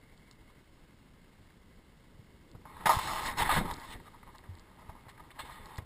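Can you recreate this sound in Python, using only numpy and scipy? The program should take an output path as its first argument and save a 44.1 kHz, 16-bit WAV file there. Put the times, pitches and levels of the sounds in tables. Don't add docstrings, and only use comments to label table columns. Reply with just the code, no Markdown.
import sys
import numpy as np
from scipy import signal
from scipy.fft import rfft, irfft
from scipy.io import wavfile
from scipy.ndimage import uniform_filter1d

SR = 44100
rng = np.random.default_rng(int(sys.argv[2]) if len(sys.argv) > 2 else 0)


def store_wav(level_fs):
    pcm = np.round(np.clip(np.atleast_2d(level_fs), -1, 1) * 32767)
    wavfile.write(sys.argv[1], SR, pcm.T.astype(np.int16))


def level_to_linear(level):
    exponent = np.asarray(level, float) / 20
    return 10 ** exponent


N = 257984

# time_s, chop_db, cavity_hum_db
CALM = [
    (0, -65.5, -71),
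    (.4, -66, -75),
    (.8, -66.5, -94),
    (1.5, -66, -85),
    (2.5, -66, -84),
    (4.0, -65, -79),
    (5.85, -65, -95),
]
# frequency_hz, density_db (per Hz)
CHOP_SPECTRUM = [(150, -22), (250, -5), (450, -12), (750, -12.5), (950, -9.5), (1400, -14.5), (1650, -12.5),
                 (1850, -15.5), (2150, -10.5), (2400, -18), (2800, -16), (3600, -18.5), (5000, -21.5),
                 (6000, -23.5)]
# centre_hz, width_hz, level_db
CAVITY_MODES = [(2212, 225, 0)]
# frequency_hz, density_db (per Hz)
WALLOW_SPECTRUM = [(8.8, -42), (15, 1.5), (38, -2.5), (60, -2), (114, -6), (200, -5.5), (318, -15),
                   (351, -23.5), (700, -39), (910, -34.5), (1540, -120)]
# frequency_hz, density_db (per Hz)
SWELL_SPECTRUM = [(8.8, -58.5), (15, 6), (47, -1), (128, -5), (187, -5.5), (226, -9), (313, -9),
                  (500, -13.5), (650, -20), (1100, -120)]
# crest_s, level_db, hold_s
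SURGES = [(2.212, -56, 0.065), (2.552, -48, 0.0078), (2.748, -51, 0.069), (2.882, -41, .04),
          (3.08, -43, 0.045), (3.247, -40.5, 0.052), (3.406, -37, 0.016), (3.578, -25, 0.022),
          (3.693, -40, 0.025), (3.947, -45, 0.028), (4.28, -55, .05), (4.58, -70, 0.055),
          (4.883, -53, 0.023), (5.082, -59, 0.12), (5.396, -56, .05), (5.616, -48.5, 0.021),
          (5.78, -53, .03)]

# time_s, strength_db, fineness_db (of the spray), mist_db (thrown up)
SLOSH = [(0, -84, 13, -3), (2.6, -79, 7.5, 0), (2.67, -54, -1, -14), (2.85, -44.5, -0.5, -10),
         (2.862, -37.5, 6.5, -3), (2.96, -34.5, 5, -2.5), (3.31, -33, 2, -7), (3.345, -41.5, -4.5, -12),
         (3.4, -29, 2.5, -11.5), (3.585, -29.5, -1.5, -13), (3.61, -39.5, -3.5, -9), (3.9, -46, 4, -11),
         (4.06, -63.5, 3, -9), (4.92, -57.5, -5.5, -8), (5.36, -59, -3, -17), (5.47, -46.5, 3, -18),
         (5.75, -53, 0, -12), (5.85, -63, -1, -15)]
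# start_s, level_db, fineness_db, length_s, fade_t60_s
GUSHES = [(2.856, -22.5, -3.5, 0.0039, 0.091), (2.889, -24.5, -5.5, 0.01, 0.18),
          (2.905, -49, -3, 0.026, 0.15), (3.07, -44.5, -13, 0.046, 0.26),
          (3.251, -53.5, 10.5, 0.031, 0.031), (3.369, -34.5, 3, 0.06, 0.02),
          (3.489, -32.5, -0.5, 0.032, .06), (3.52, -42, 8.5, 0.062, 0.11), (3.666, -44, -9, 0.047, 0.015),
          (3.892, -60, 11.5, 0.047, 0.0092), (4.048, -56, -2, 0.025, 0.046), (4.125, -58, -8, 0.033, 0.028),
          (4.253, -57.5, -6, 0.044, .03), (4.337, -54.5, -7, 0.018, 0.028),
          (4.769, -58.5, -5.5, 0.058, 0.047), (4.889, -51.5, -6, 0.011, 0.025),
          (5.082, -63, 11, 0.019, 0.058), (5.195, -52, -2, 0.0065, 0.022),
          (5.303, -65.5, 10.5, 0.012, 0.025), (5.349, -55.5, -6, 0.039, 0.027),
          (5.385, -44, 7, 0.023, 0.067), (5.44, -60, 5, 0.034, 0.019), (5.498, -63.5, 6, 0.041, 0.15),
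          (5.678, -59, -3, 0.1, 0.049)]
# start_s, peak_db, fineness_db, fade_t60_s
SLAPS = [(0.31, -50, 14, 0.055), (0.499, -45.5, -2, 0.037), (2.55, -50, -8, 0.05), (2.654, -32.5, -7, 0.11),
         (2.767, -36.5, 3, 0.032), (2.837, -32, -5, 0.019), (2.857, -7.5, 1, 0.061), (2.867, -7, -8, 0.037),
         (2.894, -3.5, -25, 0.06), (2.987, -16, 4.5, 0.057), (3.492, -12, -2, 0.045),
         (3.562, -13.5, -13, 0.1), (3.654, -24, 2, 0.05), (3.711, -24.5, 12, 0.018), (3.933, -37, 6, 0.055),
         (4.078, -34, 4, 0.021), (4.894, -37, -1, 0.045), (4.952, -39.5, -8, 0.041),
         (5.084, -35.5, -1, 0.061), (5.238, -43.5, 6, 0.071), (5.495, -34, -5, .04), (5.783, -27, 9, 0.044)]
# start_s, peak_db, fineness_db, fade_t60_s
DRIPS = [(1.505, -56, 5, .04), (2.908, -28, 7, .07), (3.074, -24.5, 2.5, 0.044), (3.453, -30, 8, 0.082),
         (3.51, -19, 3, .12), (3.545, -26, 0, .1), (4.0, -43, -2, 0.056), (4.295, -49, 0, .04),
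         (4.35, -47, 1.5, .04), (4.23, -36, -7, 0.03), (4.389, -44, 3, .018), (4.439, -44, 2.5, 0.094),
         (4.574, -48, 1, 0.017), (5.178, -42.5, 3, 0.046), (5.204, -41, -5, 0.024), (5.305, -47, 10, .029),
         (5.393, -33, 2, .024), (5.424, -49, 2, .03)]
# centre_hz, width_hz, level_db
LOW_MODES = [(659, 41, -10), (911, 137, 2), (955.7, 59, -4), (1037.7, 98, 3), (1208, 86, 1),
             (1559, 320, -4.5)]
# centre_hz, width_hz, level_db
MIDDLE_MODES = [(1688, 128, -5.5), (1820, 133, -12), (1890, 244, 0.5), (2166, 21, -9)]
# centre_hz, width_hz, level_db
TOP_MODES = [(2790, 300, -2.5), (3017, 294, -0.15), (3550, 106, 1), (3816, 160, 1), (4100, 245, -0.49)]
# centre_hz, width_hz, level_db
MIST_MODES = [(4300, 470, -0.5), (4910, 560, 0), (5216, 310, 2), (5570, 530, -1.5)]
# frequency_hz, density_db (per Hz)
SPRAY_SPECTRUM = [(250, -40), (450, -39), (1000, -48), (2300, -3.5), (2450, -63), (2700, 0), (4250, -11),
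                  (4600, 1), (6000, -7)]

# start_s, peak_db, pitch_hz
TICKS = [(0.177, -58, 3800), (0.3119, -45.5, 4320), (0.328, -57, 4700), (2.515, -53, 4260),
         (3.7366, -43, 4190), (3.7406, -36, 4500), (3.768, -49, 4100), (3.799, -47, 4100),
         (3.8564, -56, 4050), (4.359, -52, 4520), (4.3834, -48, 3840), (4.553, -55, 4000),
         (4.586, -55.5, 3620), (4.596, -48.5, 4500), (5.658, -45.5, 4170), (5.759, -48.5, 3460),
         (5.7724, -46, 4330), (5.78, -39.5, 4600)]
# start_s, peak_db, pitch_hz, t60_s, crack_db (of the blow)
THUMPS = [(2.191, -41, 96, 0.063, -27), (2.548, -38, 92.5, 0.056, -11), (2.858, -26, 154, 0.05, -2),
          (2.968, -16, 76, 0.027, -30), (3.561, -26, 154, 0.072, -9), (3.581, -23.5, 168, 0.066, -9),
          (3.609, -26, 189, 0.073, -4.5), (3.716, -33, 46, 0.068, -22), (3.951, -40, 51.4, 0.093, -5),
          (4.268, -48, 96, 0.053, -4), (4.489, -37, 88, 0.24, -39), (4.589, -50, 40.6, 0.054, -27),
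          (4.89, -33, 69.5, 0.043, -14), (5.066, -44.5, 102, 0.056, -4.5), (5.421, -51, 99, 0.075, -15),
          (5.784, -24, 83, 0.041, -13.5), (5.821, -37.5, 90, 0.056, -16)]

# share in dB, and dB gained per dB of fineness
SLOSH_SHARE_DB, SLOSH_GAIN = (-7, -10), (0.39, 1.08)
GUSH_SHARE_DB, GUSH_GAIN = (-8.5, -9), (1, 1.28)
SLAP_SHARE_DB, SLAP_GAIN = (-16.5, -15), (0.87, 1.36)
DRIP_SHARE_DB, DRIP_GAIN = (-1.5, -13), (0.96, 1.2)

HEAVE_DB, HEAVE_FOLLOWS_DB = -54.5, -13
SURGE_RISE_DB_PER_S, SURGE_FALL_DB_PER_S = 209, 187
GUSH_RISE_S, RISE_SHARE = 0.02, 0.37
PEAK_CEILING, STEP_EDGE_HZ, BAND_EDGE_HZ = 0.3, 5950, 15300


def evened(x):
    return x / np.sqrt(np.mean(x ** 2) + 1e-20)


def curve(rows):
    s, *columns = np.transpose(rows)
    return [np.interp(np.arange(N) / SR, s, c) for c in columns]


def add(mix, s, sound):
    part = mix[round(s * SR):][:len(sound)]
    part += sound[:len(part)]


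def flicker(size, depth_db):
    smooth = uniform_filter1d(rng.standard_normal(N), size)
    return level_to_linear(depth_db * evened(uniform_filter1d(smooth, size)))


def droplets(per_s, spread_db, hiss):
    size = level_to_linear(spread_db * np.minimum(rng.exponential(1, N), 5)) * rng.choice([-1., 1.], N)
    impacts = evened(size * (rng.random(N) < per_s / SR))
    return evened(impacts + hiss * rng.standard_normal(N))


def coloured(x, points):
    f, db = np.transpose(points)
    hz = np.fft.rfftfreq(len(x), 1 / SR)
    gain_db = np.interp(np.log(hz + 1), np.log(f + 1), db, right=-120)
    return evened(irfft(rfft(x) * level_to_linear(gain_db), len(x)))


def ring(x, modes, patchy_db):
    out, t = np.zeros(N), np.arange(2048) / SR
    for hz, width, db in modes:
        decay = t * np.exp(-np.pi * 1.5 * width * t)
        body = decay * np.sin(2 * np.pi * hz * t)
        driven = x * flicker(size=1500, depth_db=patchy_db)
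        out += level_to_linear(db) * signal.oaconvolve(driven, body / np.linalg.norm(body))[:N]
    return out / np.linalg.norm(level_to_linear(np.transpose(modes)[2]))


def heave():
    t, (s, db, hold) = np.arange(N) / SR, np.transpose(SURGES)[:, :, None]
    rise_db = SURGE_RISE_DB_PER_S * np.maximum(s - t, 0)
    fall_db = SURGE_FALL_DB_PER_S * np.maximum(t - s - hold, 0)
    surges = level_to_linear(db - rise_db - fall_db)
    return level_to_linear(HEAVE_DB) + level_to_linear(curve(SLOSH)[0] + HEAVE_FOLLOWS_DB) + surges.sum(axis=0)


def sea():
    chop_db, cavity_db = curve(CALM)
    patter = droplets(5000, 2.5, 1.0) * flicker(size=500, depth_db=0.94)
    chop = level_to_linear(chop_db) * coloured(patter, CHOP_SPECTRUM)
    cavity = level_to_linear(cavity_db) * ring(patter, CAVITY_MODES, patchy_db=2.0)
    wallow = coloured(rng.standard_normal(N) * flicker(size=900, depth_db=2.1), WALLOW_SPECTRUM)
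    push = coloured(rng.standard_normal(N) * flicker(size=900, depth_db=2.2), SWELL_SPECTRUM)
    return chop + cavity + level_to_linear(-62.5) * wallow + level_to_linear(-8.0) * heave() * push


def shares(fine_db, share_db, gain):
    return [0 * fine_db] + [db + k * fine_db for db, k in zip(share_db, gain)]


def slosh(strength_db, fine_db):
    share_db = np.array(shares(fine_db, SLOSH_SHARE_DB, SLOSH_GAIN))
    return level_to_linear(strength_db + share_db - 5.5)


def add_gushes(drive):
    t = np.arange(SR // 4) / SR
    for s, db, fine_db, length, t60 in GUSHES:
        rise = np.minimum(t / min(GUSH_RISE_S, RISE_SHARE * length), 1)
        sheet = level_to_linear(db - 60 * np.maximum(t - length, 0) / max(t60, .01)) * rise
        for row, share_db in zip(drive, shares(fine_db, GUSH_SHARE_DB, GUSH_GAIN)):
            add(row, s, sheet * level_to_linear(share_db))


def add_blows(drive, knocks, blows, rule_db, gain):
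    t = np.arange(SR // 4) / SR
    for s, db, fine_db, t60 in blows:
        _, mid_db, top_db = shares(fine_db, rule_db, gain)
        fade = level_to_linear(db - 19.5 - 60 * t / max(t60, .01)) * np.minimum(t / 0.0002, 1)
        knocks[:, round(s * SR) + 8] = level_to_linear(db + 9.5 + np.array([0, mid_db, top_db - 11.0]))
        for row, share_db in zip(drive, (0, mid_db, top_db)):
            add(row, s, fade * level_to_linear(share_db))


def splashes():
    strength_db, fine_db, mist_db = curve(SLOSH)
    drive, knocks = slosh(strength_db, fine_db), np.zeros((3, N))
    add_gushes(drive)
    drive *= flicker(size=260, depth_db=0.47)
    add_blows(drive, knocks, SLAPS, SLAP_SHARE_DB, SLAP_GAIN)
    add_blows(drive, knocks, DRIPS, DRIP_SHARE_DB, DRIP_GAIN)
    drops = droplets(5000, 4.64, 1.0)
    low, middle, top = drive * drops + knocks
    shell = ring(low, LOW_MODES, patchy_db=2.0) + ring(middle, MIDDLE_MODES, patchy_db=2.05)
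    shell += ring(top, TOP_MODES, patchy_db=1.14)
    mist = ring(drive[2] * level_to_linear(mist_db) * drops[::-1], MIST_MODES, patchy_db=3.5)
    spray = drive[2] * coloured(np.roll(drops, SR), SPRAY_SPECTRUM)
    return shell + mist + level_to_linear(-10.5 + 0.43 * mist_db) * spray


def ticks():
    out, t = np.zeros(N), np.arange(200) / SR
    for s, db, hz in TICKS:
        snap = np.exp(-((t - .0005) / 0.00025) ** 2) * np.cos(2 * np.pi * 1.04 * hz * t)
        lid_fade = 0.24 * np.exp(-t / 0.0019) * np.minimum(t / 0.00026, 1)
        lid = lid_fade * np.sin(2 * np.pi * 4400 * t)
        add(out, s, level_to_linear(db + 5.5) * (snap + lid))
    return out


def thumps():
    out, t = np.zeros(N), np.arange(SR // 3) / SR
    dull = signal.butter(2, [250, 1100], "bandpass", fs=SR)
    puffs = rng.standard_normal((len(THUMPS), len(t)))
    for (s, db, hz, t60, crack_db), puff in zip(THUMPS, puffs):
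        turns = hz * (t + 0.0017 * (1 - np.exp(-t / 0.01)))
        fade = level_to_linear(-60 * t / np.clip(t60, .03, .4)) * np.minimum(t / 0.0045, 1)
        push = fade * np.sin(2 * np.pi * turns)
        crack = level_to_linear(crack_db - 6.0 - 60 * t / 0.075) * evened(signal.lfilter(*dull, puff))
        add(out, s, level_to_linear(db + 2.0) * (push + crack))
    return out


def scene():
    return (sea() + splashes() + ticks() + thumps())[None]


def roll_off(x):
    return signal.sosfilt(signal.butter(12, 16470, fs=SR, output="sos"), x)


def record(dry):
    soft = PEAK_CEILING * np.tanh(dry / PEAK_CEILING)
    limited = signal.oaconvolve(soft, signal.firwin(61, STEP_EDGE_HZ, fs=SR)[None], "same")
    steps = np.repeat(signal.resample_poly(limited, 40, 147, axis=1), 4, axis=1)
    held = signal.resample_poly(steps, 147, 160, axis=1)[:, :N]
    edge = signal.firwin(511, BAND_EDGE_HZ, window=("kaiser", 9), fs=SR)
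    return roll_off(signal.oaconvolve(held, edge[None], "same"))


dry = scene()
out = record(dry)
store_wav(out)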